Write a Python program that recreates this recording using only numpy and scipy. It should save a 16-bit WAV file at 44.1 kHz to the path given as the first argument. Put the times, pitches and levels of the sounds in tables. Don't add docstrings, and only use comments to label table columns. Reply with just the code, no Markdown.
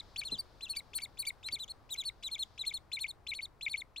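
import sys
import numpy as np
from scipy import signal
from scipy.fft import rfft, irfft
from scipy.io import wavfile
from scipy.ndimage import uniform_filter1d

SR = 44100
rng = np.random.default_rng(int(sys.argv[2]) if len(sys.argv) > 2 else 0)


def dump(signal):
    limited = np.clip(np.atleast_2d(signal).T, -1, 1)
    pcm = np.round(limited * 32767).astype(np.int16)
    wavfile.write(sys.argv[1], SR, pcm)


N = 176400
T = np.arange(N) / SR
CUTOFF_HZ = 15800


def from_db(db):
    return 10 ** (np.asarray(db) / 20)


def rms_one(x):
    return x / np.sqrt(np.mean(x ** 2) + 1e-20)


def at_hz(table, hz, column=1):
    table = np.array(table)
    return np.interp(np.log(hz + 1e-9), np.log(table[:, 0]), table[:, column])


def at_time(table, time_s=T):
    return np.interp(time_s, *np.transpose(table))


def band_noise(hz, kind="low"):
    band = signal.butter(2, hz, kind, fs=SR, output="sos")
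    return rms_one(signal.sosfilt(band, rng.standard_normal(N)))


def ramp(x):
    return np.sin(np.pi / 2 * np.clip(x, 0, 1)) ** 2


def swells(table, width_s):
    return sum(from_db(db) * np.exp(-.5 * np.minimum(((T - s) / width_s) ** 2, 100)) for s, db in table)


# pitch_hz, relative_level_db
WIND_TONE = [(22, -2.5), (38, 2.5), (120, -2), (170, -11), (1080, -13), (4200, -37), (15500, -43.5)]

def wind():
    tone = from_db(at_hz(WIND_TONE, np.fft.rfftfreq(N, 1 / SR)))
    rush = rms_one(irfft(rfft(rng.standard_normal(N)) * tone, N))
    return from_db(-59 - 1.06 * T) * rush


# time_s, level_db
LEAF_LEVELS = [(0, -69), (1.9, -80.5), (2.55, -72), (2.95, -85.5)]

def leaves():
    return from_db(at_time(LEAF_LEVELS)) * band_noise((3240, 5260), "band")


# start_s, level_db
BUMPS = [(0.318, -38.5), (1.128, -60), (1.522, -50)]

def bumps():
    level = sum(from_db(db) * ramp((T - s) / .0097) * np.exp(-np.abs(T - s) / .015) for s, db in BUMPS)
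    return level * band_noise(330)


def background():
    shared, left, right = (wind() + leaves() for _ in range(3))
    likeness, left_db = .6, 1.54
    air = np.sqrt(likeness) * shared + np.sqrt(1 - likeness) * np.array([left, right])
    return (air + bumps()) * from_db([[left_db], [-left_db]])


# pitch_hz, left_minus_right_db, left_lead_radians
BIRD_DIRECTION = [(2620, 5, .05), (4420, 1.5, 0.64), (6970, -6, 1.65), (8740, 10.5, 2.97), (12170, 5, 2.43)]

def among_trees(call):
    size, echo_db, echo_s = 2 * N, -26, .16
    hz = np.fft.rfftfreq(size, 1 / SR)
    balance = from_db(at_hz(BIRD_DIRECTION, hz))
    lead = at_hz(BIRD_DIRECTION, hz, column=2)
    direct = np.array([balance, np.exp(-1j * lead)]) * np.sqrt(2 / (1 + balance ** 2))
    echo = rng.standard_normal((2, N)) * from_db(-60 * T / echo_s) * ramp(T / .0047)
    echo = from_db(echo_db) * rms_one(echo) / np.sqrt(N)
    return irfft(rfft(call, size) * (direct + rfft(echo, size)), size)[:, :N]


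# time_s, cut_db
REFLECTION_CUTS = [(.1, 4.5), (.95, 3), (1.9, -3.5)]

def reflection_gain(pitch):
    centre_hz, width_hz = 3760, 130
    return from_db(-at_time(REFLECTION_CUTS) * np.exp(-np.abs(pitch - centre_hz) / width_hz))


# pitch_hz, boost_db
OVERTONE_BOOSTS = [(6000, 3.5), (7300, -2), (7950, -4), (8800, 4.5), (9900, -15.5), (11000, -6.5),
                   (12100, -8.5), (13400, -3), (14500, -14.5)]

def overtones(pitch, phase, brightness):
    tones = np.zeros(N)
    for k in range(2, 5):
        strength = brightness ** (1 + .41 * (k - 2)) * from_db(at_hz(OVERTONE_BOOSTS, k * pitch))
        flutter = 1 + .19 * (k - 1) * band_noise(1060)
        tones += strength * flutter * np.sin(k * phase) * (k * pitch < CUTOFF_HZ)
    return tones


# time_s, level_db
UNDERTONES = [(.772, -42), (1.025, -48), (1.275, -36.5)]

def undertone(phase):
    return swells(UNDERTONES, width_s=.0037) * (np.sin(phase / 2) + np.sin(1.5 * phase) / 2)


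# time_s, pitch_hz
DIP_PITCHES = [(.22, 2160), (.37, 3037), (.97, 2100)]
BREAK_S, JUMP_HZ = .002, 266
KNEE_S, KNEE_HZ = .013, 3386

def yelp_path(break_s, gap_s, ends_burst):
    dip_s, knee_s = break_s + .4 * gap_s, break_s + gap_s - KNEE_S
    dip_hz = 1962 if ends_burst else at_time(DIP_PITCHES, dip_s)
    u = np.linspace(0, 1, 10)
    climb = zip(dip_s + u * (knee_s - dip_s), dip_hz + (KNEE_HZ - dip_hz) * u ** 2)
    return [(break_s + BREAK_S, dip_hz + JUMP_HZ), *climb]


# start_s, top_s, break_s, top_pitch_hz, break_pitch_hz, whistle_db, yelp_db, brightness_db
NOTES = [(-0.025, -0.012, 0.011, 4500, 3300, -40, -54, -15),
         (0.176, 0.188, 0.213, 4510, 3330, -38, -37, -7), (0.252, 0.258, 0.292, 4320, 3050, -38, -51, -9),
         (0.319, 0.329, 0.361, 4120, 3060, -37, -52, -15), (0.386, 0.391, 0.414, 4700, 4080, -42, -68, -6),
         (0.623, 0.633, 0.662, 4130, 3010, -42, -45, -10), (0.697, 0.708, 0.734, 4390, 4010, -40, -45, -7),
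         (0.767, 0.773, 0.802, 4600, 3630, -39, -46, -4), (0.95, 0.963, 0.984, 4440, 3860, -44, -43, 3),
         (1.02, 1.027, 1.056, 4580, 3390, -41, -48, -5), (1.188, 1.204, 1.228, 4510, 3640, -42, -44, 0),
         (1.268, 1.275, 1.302, 4610, 3410, -41, -41, -1), (1.445, 1.469, 1.484, 4150, 3930, -42, -46, -8),
         (1.525, 1.53, 1.562, 4550, 3280, -39, -49, -8), (1.602, 1.612, 1.648, 4040, 2880, -42, -71, -7),
         (1.694, 1.708, 1.723, 4390, 3870, -42, -74, -10), (1.908, 1.91, 1.948, 4010, 2910, -45, -49, 1),
         (1.977, 1.985, 2.023, 4080, 3010, -38, -48, -8), (2.053, 2.066, 2.095, 4460, 3630, -36, -45, -10),
         (2.242, 2.252, 2.286, 4020, 2970, -39, -50, -7), (2.316, 2.325, 2.358, 4270, 3140, -36, -46, -10),
         (2.394, 2.403, 2.439, 4300, 3120, -36, -70, -9), (2.594, 2.6, 2.635, 4080, 3150, -37, -44, -11),
         (2.667, 2.672, 2.709, 4270, 3120, -36, -43, -8), (2.74, 2.747, 2.781, 4330, 3200, -37, -62, -8),
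         (2.933, 2.943, 2.968, 4180, 3410, -39, -35, -8), (3.006, 3.013, 3.041, 4340, 3350, -41, -34, -4),
         (3.082, 3.086, 3.117, 4450, 3450, -42, -68, -5), (3.283, 3.293, 3.315, 4150, 3470, -43, -31, -10),
         (3.353, 3.362, 3.388, 4410, 3520, -43, -33, -9), (3.424, 3.434, 3.462, 4490, 3260, -43, -63, -9),
         (3.626, 3.638, 3.662, 4210, 3220, -43, -31, -8), (3.699, 3.71, 3.739, 4470, 3310, -43, -33, -8),
         (3.776, 3.788, 3.817, 4430, 3170, -44, -38, -6), (3.977, 3.988, 4.012, 4220, 3300, -44, -28, -11)]

def note_shapes():
    attack_s, release_s, slide_s, last_yelp_s = .0097, .0039, .017, .009
    pause_s, slide_from_hz = .05, 2150
    whistle_sag_db_per_s, yelp_fall_db_per_s = 129, 572
    path = []
    slide, whistle, yelp, bright, overshoot_hz = np.zeros((5, N))
    for k, (start, top, off, top_hz, off_hz, whistle_db, yelp_db, bright_db) in enumerate(NOTES):
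        starts_burst = k == 0 or start - NOTES[k - 1][2] > pause_s
        ends_burst = k == len(NOTES) - 1 or NOTES[k + 1][0] - off > pause_s
        gap_s = KNEE_S + 2 * last_yelp_s if ends_burst else NOTES[k + 1][0] - off
        near = (T > start - pause_s) & (T < off + pause_s)
        t = T[near]

        slide_in = ramp((t - start + slide_s) / BREAK_S)
        slide_level = from_db(-58.5) + from_db(yelp_db - 26)
        slide[near] += slide_level * slide_in * ramp((start - t) / attack_s + .5)
        if starts_burst:
            path += [(start - slide_s, slide_from_hz), (start - KNEE_S, (slide_from_hz + KNEE_HZ) / 2),
                     (start - attack_s, KNEE_HZ)]
            yelp[near] += from_db(yelp_db - 10) * slide_in * ramp((start - t) / slide_s)
        else:
            overshoot_hz[near] += 214 * np.exp(-np.abs(t - start) / .00086)

        path.append((start - BREAK_S, KNEE_HZ + JUMP_HZ))
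        for s in np.linspace(start, off, 20):
            path.append((s, top_hz - (top_hz - off_hz) * ((s - top) / (off - top)) ** 2))
        arch = from_db(whistle_db - whistle_sag_db_per_s * np.abs(t - top))
        arch *= ramp((t - start) / attack_s + .5) * ramp((off - t) / release_s)
        whistle[near] += arch
        bright[near] += arch * from_db(bright_db)

        path += yelp_path(off, gap_s, ends_burst)
        yelp_end = off + (last_yelp_s if ends_burst else gap_s - KNEE_S)
        fading = from_db(yelp_db + 1.5 - yelp_fall_db_per_s * (t - off - BREAK_S))
        yelp[near] += fading * ramp((t - off) / release_s) * ramp((yelp_end - t) / release_s)
    pitch = uniform_filter1d(at_time(sorted(path)) + overshoot_hz, size=60)
    return pitch, slide, whistle, yelp, bright


# time_s, level_db
VOICE_CRACKS = [(.215, -43), (.763, -48), (.987, -43), (1.487, -44), (2.237, -51)]

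def woodpecker():
    husk_hz, rasp_hz, shimmer_db = 540, 1060, 3
    smooth_pitch, slide, whistle, yelp, bright = note_shapes()
    rasp = swells(VOICE_CRACKS, width_s=.0025)
    rough = slide + rasp
    total = rough + whistle + yelp + 1e-9
    wobble = .0032 + .0364 * rough / total
    pitch = smooth_pitch * (1 + wobble * band_noise(husk_hz))
    phase = 2 * np.pi * np.cumsum(pitch) / SR
    level = slide * (1 + .69 * band_noise(husk_hz)) + whistle + yelp + rasp * band_noise(rasp_hz)
    level *= from_db(shimmer_db * band_noise(33.5))
    brightness = (bright + from_db(-8) * rough + from_db(-35.5) * yelp) / total
    main_tone = reflection_gain(smooth_pitch) * np.sin(phase)
    voice = level * (main_tone + overtones(pitch, phase, brightness)) + undertone(phase)
    throat = signal.butter(2, 1400, "high", fs=SR, output="sos")
    return np.sqrt(2) * signal.sosfilt(throat, voice)


def scene():
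    return among_trees(woodpecker()) + background()


def record(dry):
    return signal.sosfilt(signal.ellip(12, .1, 80, CUTOFF_HZ, fs=SR, output="sos"), dry)


dry = scene()
out = record(dry)
dump(out)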